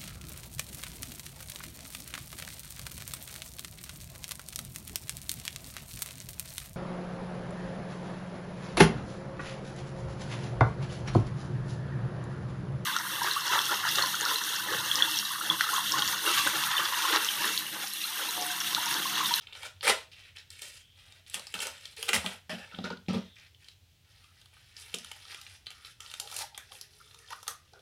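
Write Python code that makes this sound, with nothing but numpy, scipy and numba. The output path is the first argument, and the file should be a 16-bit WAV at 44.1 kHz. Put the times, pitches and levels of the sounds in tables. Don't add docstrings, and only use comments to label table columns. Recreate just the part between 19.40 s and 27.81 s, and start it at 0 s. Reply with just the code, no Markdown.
import sys
import numpy as np
from scipy import signal
from scipy.fft import rfft, irfft, next_fast_len
from scipy.io import wavfile
from numba import njit

SR = 44100
rng = np.random.default_rng(int(sys.argv[2]) if len(sys.argv) > 2 else 0)


def ratio_of_db(decibels):
    return 10 ** (np.asarray(decibels, float) / 20)


def put_to_file(sound):
    columns = np.atleast_2d(sound).T
    safe = np.clip(columns, -1, 1)
    whole_steps = np.round(safe * 32767)
    wavfile.write(sys.argv[1], SR, whole_steps.astype(np.int16))


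N = 370881

# f/Hz, density level/dB
AIR_SPECTRUM = [(28, -17), (48, -1.5), (130, -0.5), (200, -14), (1200, -27.5), (3200, -16), (6300, -24.5),
                (16000, -48)]
# t/s, level/dB
HUM_FADE = [(4.5, 1), (7.5, -2)]
# f/Hz, t60/s
ROOM_DECAY = [(150, 0.27), (1000, 0.27), (4000, 0.25), (12000, 0.21)]
# f/Hz, level/dB
MIC_RESPONSE = [(40, -31), (90, -16), (170, -3.5), (300, -2.5), (600, 1), (1000, -8), (1400, -1), (2300, 2),
                (3200, 3.5), (4500, 0), (6500, -3.5), (9000, 3.5), (12000, -0.5), (16000, -1.5)]
# f/Hz, level/dB
RECORDER_TOP = [(16330, 0), (16530, -70)]
# f/Hz, level/dB
LOW_DIPS = [(450, 1), (570, -0.5), (690, -7), (850, 0.5), (1050, 0), (1250, 1.5), (1700, -3), (2200, -1)]
# f/Hz, level/dB
LIFTED_DIPS = [(450, 2), (800, 3), (1050, 3.5), (1500, 3), (2700, -2), (6000, 7), (8000, -4.5), (9500, 3)]
# t/s, peak level/dB
THUMPS = [
    (0.489, -49.5),
    (2.772, -36),
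]
# t/s, peak level/dB, panel overtone level/dB
KNOCKS = [(1.952, -53, 2), (2.15, -43, -18), (2.693, -54.5, 19), (2.738, -34, -6), (2.845, -36.5, -7.5),
          (3.095, -40.5, -12), (3.13, -36, -11), (3.342, -43, -23), (3.388, -29.5, -16), (3.442, -32, -7),
          (3.509, -34, -4), (3.686, -23, -24), (3.693, -40.5, -2), (3.744, -24, -12.5), (3.766, -39, 2.5),
          (5.542, -40.5, -0.5)]
# f/Hz, level/dB, t60/s
DESK_MODES = [(105, -4, 0.12), (189, 5.5, 0.098), (218, -4.5, 0.11)]
# f/Hz, level/dB, t60/s
PANEL_MODES = [(392.5, 1.5, 0.14), (462, 10, 0.033), (610, -8, 0.078), (828, -25, .05)]
# t/s, f/Hz
POCKET_PITCH = [(0, 1120), (.5, 918), (3.5, 958), (3.7, 708), (4.0, 1047), (5.9, 1283), (6.7, 1300),
                (7.0, 1000), (7.6, 1130), (8.2, 1214), (8.4, 700)]
# start t/s,
# length t/s, level/dB, f/Hz
CAVITIES = [(0.22, 0.049, -49.5, 2400), (.47, 0.062, -29.5, 2020), (0.48, 0.045, -39.5, 420),
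            (2.737, 0.027, -31.5, 5460), (6.797, 0.065, -66, 450), (7.315, 0.044, -66, 530),
            (8.076, 0.036, -62, 490), (5.546, 0.049, -59, 700), (2.75, 0.019, -32, 1950),
            (2.858, .015, -52, 1800), (3.094, 0.04, -41, 1800), (3.096, 0.061, -46.5, 2900),
            (3.099, 0.061, -42, 640), (3.167, 0.09, -55.5, 2630), (3.16, 0.093, -52.5, 1700),
            (3.094, 0.054, -51, 5400), (3.164, 0.076, -55, 740), (3.437, .05, -55, 4100),
            (3.43, 0.037, -57, 3800), (3.86, .12, -63.5, 3540), (3.316, 0.033, -51, 1420),
            (3.442, 0.052, -47, 1500), (3.502, 0.037, -44.5, 1510), (6.806, 0.057, -54, 790),
            (6.905, 0.041, -59, 880), (7.195, 0.022, -54, 1400), (7.937, 0.06, -67, 1170),
            (7.906, 0.017, -42.5, 940), (8.16, 0.11, -71, 1210), (8.333, 0.052, -62, 1440),
            (4.299, 0.71, -91, 3330), (1.954, 0.048, -50, 940), (2.58, 0.13, -55.5, 450),
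            (4.8, 0.12, -71, 1300), (5.7, .07, -63, 830), (6.276, 0.22, -65, 1310),
            (6.598, 0.062, -59, 1250), (7.12, 0.048, -60, 830), (7.006, 0.039, -41, 890),
            (7.185, 0.03, -56, 2100), (7.305, 0.045, -58, 820), (7.75, 0.26, -75.5, 440),
            (7.66, 0.21, -69.5, 1220), (7.6, 0.014, -54, 1290), (8.075, 0.074, -51, 1150),
            (8.32, 0.064, -64.5, 420),
            (8.08, 0.033, -52, 8300), (8.081, 0.03, -52, 12000), (2.735, .04, -39, 20000),
                  (2.736, .035, -35, 10000), (2.63, .13, -51.5, 21000), (2.689, .008, -41, 10000),
                  (7.2, 0.042, -56, 1720), (5.95, .06, -59, 1320), (7.62, 0.18, -71, 3600),
                  (7.8, 0.078, -68, 1840), (6.7, .06, -68, 2300), (1.4, 0.25, -66.5, 3220),
                  (7.2, 0.64, -79, 401), (.44, 0.04, -36, 2100), (2.2, 0.058, -48, 1540),
                  (6.8, .25, -65.5, 640), (1.944, 0.017, -45, 5240)]
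# start t/s, length t/s, level/dB, hollow level/dB, bright level/dB
GRIPS = [
    (0, 1.4, -68.5, -8, -18),
    (1.43, 2.4, -70, -19, -11.5),
    (4.682, 4.6, -69.5, -6, -3.5),
    (8.203, 0.33, -100, -4, -13),
]
# start t/s, length t/s, level/dB, hollow level/dB, bright level/dB
SHIFTS = [(0.0, 0.036, -52.5, -8.5, -11.5), (.07, 0.23, -58.5, -2, -13.5), (.41, 0.22, -48.5, -12, -6),
          (.71, 0.18, -53, -14, -13), (.95, 0.054, -46.5, -19, -11), (1.1, 0.31, -54, -35, 0),
          (1.55, 0.24, -58.5, -7, -8.5), (1.86, 0.27, -54.5, -21, -2.5), (2.14, 0.39, -51.5, -11, -4),
          (2.56, 0.37, -46.5, -8.5, -0.5), (3.1, 0.4, -57, -5, -10), (3.69, 0.21, -56.5, -24, -16),
          (3.95, 0.12, -55, -15, -14), (4.19, 0.13, -60.5, -13, -4.5), (4.64, 0.23, -69, -7, -10),
          (4.95, 0.062, -65, -27, -13), (5.13, 0.23, -65, -16, -10), (5.35, 0.811, -55.5, -6.5, -3),
          (6.26, 0.21, -61.5, -7, -5), (6.44, 0.072, -55.5, -17, -4.5), (6.6, 0.27, -57, -2, 2),
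          (7.13, 0.32, -62, -11, -6.5), (7.31, 0.08, -67.5, -6, 12), (7.5, 0.44, -69.5, -1, 5),
          (7.95, 0.19, -65, -5, 4), (2.95, 0.029, -56.5, -8, -4)]
# start t/s, length t/s, end level/dB, hollow level/dB, bright level/dB
PULLS = [(.125, 0.046, -50, -5, -6), (.18, 0.084, -45, -2.5, -4), (.428, 0.073, -25.5, 1, -2.5),
         (1.32, 0.05, -59, -11, 3), (1.925, 0.027, -41.5, -36, 1), (2.18, 0.051, -40, -2, 2.5),
         (2.676, 0.0094, -34.5, 2, -3), (5.36, 0.061, -67, -20, 12.5), (5.86, 0.063, -48, -6, -10),
         (6.87, 0.15, -47, -5.5, 2.5), (7.88, 0.049, -53, -1.5, -5)]
# start t/s, length t/s, start level/dB, hollow level/dB, bright level/dB
SLIPS = [(1.215, 0.093, -49.5, -9.5, 1.5), (1.96, 0.063, -56.5, 8, -14), (2.145, 0.033, -41.5, 1, -5),
         (2.25, 0.065, -44.5, 2, -3.5), (2.735, 0.046, -33.5, 2, -1), (2.85, 0.098, -48, 4.5, -3),
         (3.097, 0.064, -43.5, 0, -9.5), (3.18, 0.12, -56, 3.5, -8.5), (3.315, 0.16, -62, 4.5, -24),
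         (3.441, 0.035, -43, 3.5, -17.5), (3.503, 0.024, -47.5, 1, -24), (3.687, 0.041, -42, 3, -26.5),
         (3.735, 0.054, -44, 5.5, -16), (8.08, 0.041, -54.5, 6, 6.5), (8.335, 0.11, -75, 8.5, -14)]
# t/s, peak level/dB, hollow level/dB,
# bright level/dB, film f/Hz
SNAPS = [(0.0706, -36.5, -19, -23, 3040), (0.1254, -37.5, -18, -26, 3050),
         (0.1308, -33, -34, -23, 3100), (0.152, -34, -15, -23, 3100),
         (0.3642, -52.5, -24, -23.5, 3470), (0.2312, -30.5, -9.5, -16, 3220),
         (0.409, -30.5, -23, -27.5, 3340), (0.4304, -32.5, -15.5, -14.5, 2530),
         (0.4453, -27, -16, -11.5, 3100), (0.4702, -13.5, -11, -16.5, 2080),
         (0.4779, -10, -19, -13, 2360), (0.4952, -13, -11.5, -19.5, 2840),
         (0.953, -57, -26, -36, 2300), (0.9701, -36.5, -24, -23, 3170),
         (1.1041, -34.5, -48, -10.5, 5150), (1.1928, -40, -28, -5, 2360),
         (1.2201, -37.5, -17, 2, 5200), (1.7234, -40.5, -33, -11, 3630), (1.8641, -38, -50, -29, 3540),
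         (1.8987, -43, -34, 1, 5100), (1.9431, -24, -17, -6, 3100), (1.9953, -32.5, -17, -8.5, 4200),
         (2.0694, -30.5, -18.5, -15, 4660), (2.124, -48, -13, -1, 2830),
         (2.141, -19.5, -21, -15.5, 2750), (2.1903, -25, -11, -19, 4500),
              (2.204, -25, -14, -6.5, 3000), (2.2199, -29.5, -22, -2, 3000), (2.2694, -35, -7, 4.5, 2950),
              (2.4546, -28, -36, -21, 4460), (2.5655, -48, -30.5, -2, 3370), (2.5881, -50, -20, -11, 2610),
              (2.628, -25.5, -10, -2.5, 2870), (2.6898, -13, -15, -14, 2870),
              (2.6924, -16.5, -25, -14, 2050), (2.732, -12, -18, -15, 2050), (2.7363, -26, -13, -6, 2570),
              (2.743, -17.5, -13, -7.5, 2180), (2.75, -24.5, -12.5, -3, 2630), (2.76, -28.5, -12, -9, 4460),
              (2.8444, -38, 5.5, -15, 4060), (2.862, -19, -17, -16, 3080), (3.0953, -31, -3.5, -17, 3000),
              (3.3141, -39, -18, -32, 2370), (3.347, -35, -30, -39, 2930), (3.3875, -35.5, -1, -41, 3770),
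              (3.4421, -33, -9, -33, 3930), (3.5029, -34, -1, -35, 3830), (3.684, -28.5, -9, -25, 2900),
              (3.7324, -36, -3, -10, 3380), (3.5718, -42, -20, -28, 3530), (3.663, -50, -26, -27, 3070),
              (2.685, -30, -9, -11, 2780), (2.7545, -24, -24, -6, 4460), (2.872, -33, -15, -9, 2500),
              (3.456, -46, -8, -19, 4300),
         (3.967, -44.5, -34, -34, 2700), (3.9972, -38.5, -27, -35.5, 4240),
              (4.1467, -45.5, -34, -33, 3410), (4.2446, -42, -31, -22, 4200),
              (4.2852, -38.5, -27.5, -16, 3350), (4.8422, -47, -16, -15, 3100),
              (5.015, -46.5, -23, -10, 3800), (5.0584, -45, -19, -13, 4300), (5.131, -52, -8, -24, 2620),
              (5.1671, -45, -13, -23, 2400), (5.3665, -34, -44, -29.5, 4550),
              (5.5413, -22, -26, -15.5, 3100), (5.5447, -27.5, -21, -8.5, 6250),
              (5.586, -40, -15, -6, 5500), (5.399, -45, -30, -4, 4700), (5.426, -42, -35, -14.5, 4000),
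              (5.909, -48, -13, -15, 2500), (6.261, -46, -30, -10, 3600), (6.314, -40.5, -22, -13, 3300),
              (5.6461, -37, -12.5, -7, 3450), (5.7153, -30, -16, -13.5, 2930),
              (5.8523, -39.5, -14.5, -31, 4000), (5.946, -29, -26, -16, 2700),
              (6.0142, -37, -25, -8.5, 3780), (6.0656, -34.5, -41, -30, 2903), (6.151, -44, -36, -23, 3450),
              (6.268, -28, -41, -26, 4000), (6.3047, -35, -24, -10.5, 3370), (6.4487, -36, -21, -25, 3750),
         (6.605, -37, -38, -6, 2670), (6.7, -37.5, -33, -21, 3800), (6.7145, -33, -21, -15, 3300),
              (6.739, -32, -16, -7.5, 3450), (6.7992, -32, -13.5, 1.5, 4470), (6.662, -38, -24, -19, 3330),
              (6.8747, -38, -18, -11, 3370), (6.9005, -46, -6, -3, 4170), (6.9146, -37, -18, -5, 3350),
              (6.925, -42, -2, -5, 2420), (7.165, -61, -34, -17, 2950), (7.534, -51, -25, -11, 4910),
              (7.626, -51, -20, -15, 3280), (7.8855, -47, -25, -18, 3320), (8.0686, -42.5, -3, -12, 3460),
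              (8.278, -49.5, -30, -28, 3270), (8.3927, -50, -18, -14, 4130), (6.9426, -44, -12, 5, 2600),
              (6.9652, -32.5, -26, 1.5, 3350), (6.9895, -33, -11, -2, 6620), (7.001, -45, -16, 4, 4600),
              (7.014, -42, -6.5, -7, 2600), (7.675, -55, -22, -18, 3600), (7.789, -51, -13, -4, 3600),
              (7.353, -43, -24, -14, 3260), (7.1464, -36.5, -17, -24, 3380),
              (7.1773, -29.5, -20, -8.5, 3100), (7.3198, -37, -13, -31, 3550),
              (7.4125, -38.5, -31, -5.5, 5000), (7.7106, -43, -21, -20, 3380),
              (7.7449, -45.5, -11, -6, 3300), (7.905, -33.5, -12, -14, 2170),
              (7.928, -36.5, 2.5, -15.5, 3150), (8.0296, -46, 0, -1, 4160), (8.0798, -30.5, -5.5, -4, 5100),
              (8.0795, -31.5, -29, 2.5, 2320), (8.334, -48, -10.5, -13, 4140)]

FILM_HZ, EDGE_HZ = 3110, 7000
ECHO_S, ECHO_DB = 0.0025, -2
CAVITY_WET, SNAP_WET, DESK_WET = 0.35, 0.65, 0.64
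SILENT_DB = -30
PITCH, SIZE, SIGN, WHEN, BIG = slice(0, 3), slice(3, 6), 6, 7, 8


def colour(x, points):
    hz, db = np.transpose(points)
    size = next_fast_len(len(x))
    f = np.maximum(np.arange(size // 2 + 1) * SR / size, 1)
    gain = ratio_of_db(np.interp(np.log(f), np.log(hz), db))
    return irfft(rfft(x, size) * gain, size)[:len(x)]


def level(x, db):
    return x * ratio_of_db(db) / np.sqrt(np.mean(x ** 2))


@njit
def rings(count, start, step, fade, rise, size):
    out = np.zeros(count)
    for k in range(len(start)):
        c, s = fade[k] * np.cos(step[k]), fade[k] * np.sin(step[k])
        x, y, q = size[k], 0., 1.
        i = int(start[k])
        for n in range(i, min(i + int(5 / (1 - fade[k])), count)):
            out[n] += y * (1 - q)
            x, y, q = c * x - s * y, s * x + c * y, q * rise[k]
    return out


def strike(s, hz, tau, size, soft):
    s, hz, tau, size = (np.ravel(v + 0. 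* hz) for v in (s, hz, tau, size))
    fade = np.exp(-1 / (tau * SR))
    rise = np.exp(-1 / (soft * tau * SR))
    return rings(N, s * SR, 2 * np.pi * hz / SR, fade, rise, size)


def air():
    hum_hz, width_hz = 92, 27
    hum_band = [(hum_hz - 2 * width_hz, -40), (hum_hz, 0), (hum_hz + 2 * width_hz, -40)]
    hiss = level(colour(rng.standard_normal(N), AIR_SPECTRUM), -67)
    hum = level(colour(rng.standard_normal(N), hum_band), -66.5)
    return hiss + hum * ratio_of_db(np.interp(np.arange(N) / SR, *np.transpose(HUM_FADE)))


def room_tail(t):
    hz, t60 = np.transpose(ROOM_DECAY)
    tail = 0
    for f in 100 * 2. ** np.arange(8):
        octave = [(f / 2, -40), (f / 1.3, 0), (f * 1.3, 0), (f * 2, -40)]
        band = colour(rng.standard_normal(len(t)), octave)
        tail = tail + band * ratio_of_db(-60 * t / np.interp(np.log(f), np.log(hz), t60))
    tail *= 1 - np.exp(-(t / 0.0026) ** 2)
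    tail *= ratio_of_db(-1.5) / np.sqrt(np.sum(tail ** 2))
    echo_s = ECHO_S * (1 + 0.25 * (rng.random() - 0.5))
    tail[int(echo_s * SR)] += ratio_of_db(ECHO_DB)
    return tail


def room(x):
    places, moves_per_s = 6, 5.5
    t = np.arange(SR // 3) / SR
    place = np.arange(N) / SR * moves_per_s
    out = x
    for k in range(places):
        away = np.abs((place - k + places / 2) % places - places / 2)
        share = np.cos(np.pi / 2 * np.minimum(away, 1))
        out = out + signal.oaconvolve(x * share, room_tail(t))[:N]
    return out


def thumps():
    s, db = np.transpose(THUMPS)
    t60_s = 0.2
    return strike(s, 78.4 + 0 * s, t60_s / np.log(1000), ratio_of_db(db + 19.0), soft=0.45)


def desk():
    s, db, over_db = np.transpose(KNOCKS)[:, :, None]
    hz, mode_db, t60 = np.transpose(DESK_MODES + PANEL_MODES)
    is_panel = np.arange(len(hz)) >= len(DESK_MODES)
    scatter_db = 1.98 * rng.standard_normal((len(s), len(hz)))
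    detune = 1 + 0.008 * rng.standard_normal((len(s), len(hz)))
    size = ratio_of_db(db + 0.9 + mode_db + scatter_db + (over_db - 9.0) * is_panel)
    return strike(s, hz * detune, t60 / np.log(1000), size, soft=0.12)


def creases(s, db, hz, chance, turns, spread):
    hz = hz * 2 ** (np.c_[list(spread)] * (2 * chance[PITCH] - 1))
    hz = np.clip(hz, 200, 0.4 * SR)
    tau = np.c_[list(turns)] / hz
    size = ratio_of_db(db + 12.5 + 9.7 * (chance[SIZE] - 0.5)) / np.sqrt(tau * SR)
    return strike(s, hz, tau, size * np.sign(chance[SIGN] - 0.5), soft=0.54)


def crackle(curves, per_s, scatter_db, trim_db, **ring):
    chance = rng.random((per_s * N // SR, BIG + 1)).T
    when = chance[WHEN] * N / SR
    big_db = -scatter_db * np.log(1 - 0.985 * chance[BIG])
    big_db += trim_db - 10 * np.log10(np.mean(ratio_of_db(2 * big_db)) * per_s / SR)
    out = []
    for curve in curves:
        s, *columns = np.transpose(curve)
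        on = (when > s.min()) & (when < s.max())
        mid_db, low_db, high_db, low_hz = (np.interp(when[on], s, c) for c in columns)
        db = np.array([low_db, mid_db, high_db]) + big_db[on]
        hz = np.array(np.broadcast_arrays(low_hz, FILM_HZ, EDGE_HZ))
        out.append((when[on], db, hz, chance[:, on]))
    return creases(*map(np.hstack, zip(*out)), **ring)


def cavities():
    curves = []
    for s, length, db, hz in CAVITIES:
        mute_db = db + 2 * SILENT_DB
        curves.append([(t, mute_db, db, mute_db, hz) for t in (s, s + length)])
    return crackle(curves, per_s=1400, scatter_db=0.7, trim_db=-4.0, turns=(3.9, 1, 1), spread=(0.09, 0, 0))


def pocket(s):
    return np.interp(s, *np.transpose(POCKET_PITCH))


def strokes(rows, attack_s, first_db, last_db, release_s):
    curves = []
    for s, length, db, hollow, bright in rows:
        end = s + max(length, attack_s)
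        shape = [(s, SILENT_DB), (s + attack_s, first_db), (end, last_db), (end + release_s, SILENT_DB)]
        curves.append([(t, db + d, db + d + hollow, db + d + bright, pocket(t)) for t, d in shape])
    return curves


def rustle():
    curves = strokes(SHIFTS + GRIPS, 0.0067, 0, -2.5, 0.032)
    return crackle(curves, per_s=1000, scatter_db=2.0, trim_db=-9.5, turns=(2.5, 1.3, 1.1), spread=(0.7, 0.9, 0.7))


def rips():
    curves = strokes(PULLS, 0, -16.5, 0, 0.021) + strokes(SLIPS, 0, 0, -12, 0.0091)
    return crackle(curves, per_s=2500, scatter_db=2.5, trim_db=-3, turns=(1.8, 1.3, 1.1), spread=(0.8, 0.95, 0.7))


def fold_snaps():
    run = 20
    rows = SNAPS
    s, db, hollow, bright, hz = np.repeat(rows, repeats=run, axis=0).T
    chance = rng.random((len(s), BIG)).T
    lead = np.arange(len(s)) % run == 0
    chance = np.where(lead, 0.51, chance)
    late = chance[WHEN] ** 1.6 * ~lead
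    crease_db = db - 4 - 5.7 * late + 9 * lead
    bands_db = crease_db + np.array([hollow + 10, 0 * s, bright + 8])
    hz = np.array([pocket(s), hz, EDGE_HZ + 0 * s])
    snap_s = 0.0026
    return creases(s + snap_s * late, bands_db, hz, chance, turns=(2.2, 1.3, 0.9), spread=(0.4, 0.45, 0.7))


def scene():
    knocks, notes, snaps = desk(), cavities(), fold_snaps()
    film = rustle() + rips()
    echoed = snaps + ratio_of_db(ECHO_DB) * np.roll(snaps, int(ECHO_S * SR))
    close = (1 - SNAP_WET) * echoed + (1 - CAVITY_WET) * notes + (1 - DESK_WET) * knocks
    distant = room(film + SNAP_WET * snaps + CAVITY_WET * notes + DESK_WET * knocks)
    near = close + distant + thumps()
    lifted = np.interp(np.arange(N) / SR, (2.4, 9.5), (0, 1))
    near = (1 - lifted) * colour(near, LOW_DIPS) + lifted * colour(near, LIFTED_DIPS)
    return (colour(near, MIC_RESPONSE) + air())[None]


def top_cut(x):
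    return signal.sosfilt(signal.butter(12, 15820, fs=SR, output="sos"), x)


def record(dry):
    mix = colour(dry[0], RECORDER_TOP)[None]
    return top_cut(mix)


dry = scene()
out = record(dry)
put_to_file(out)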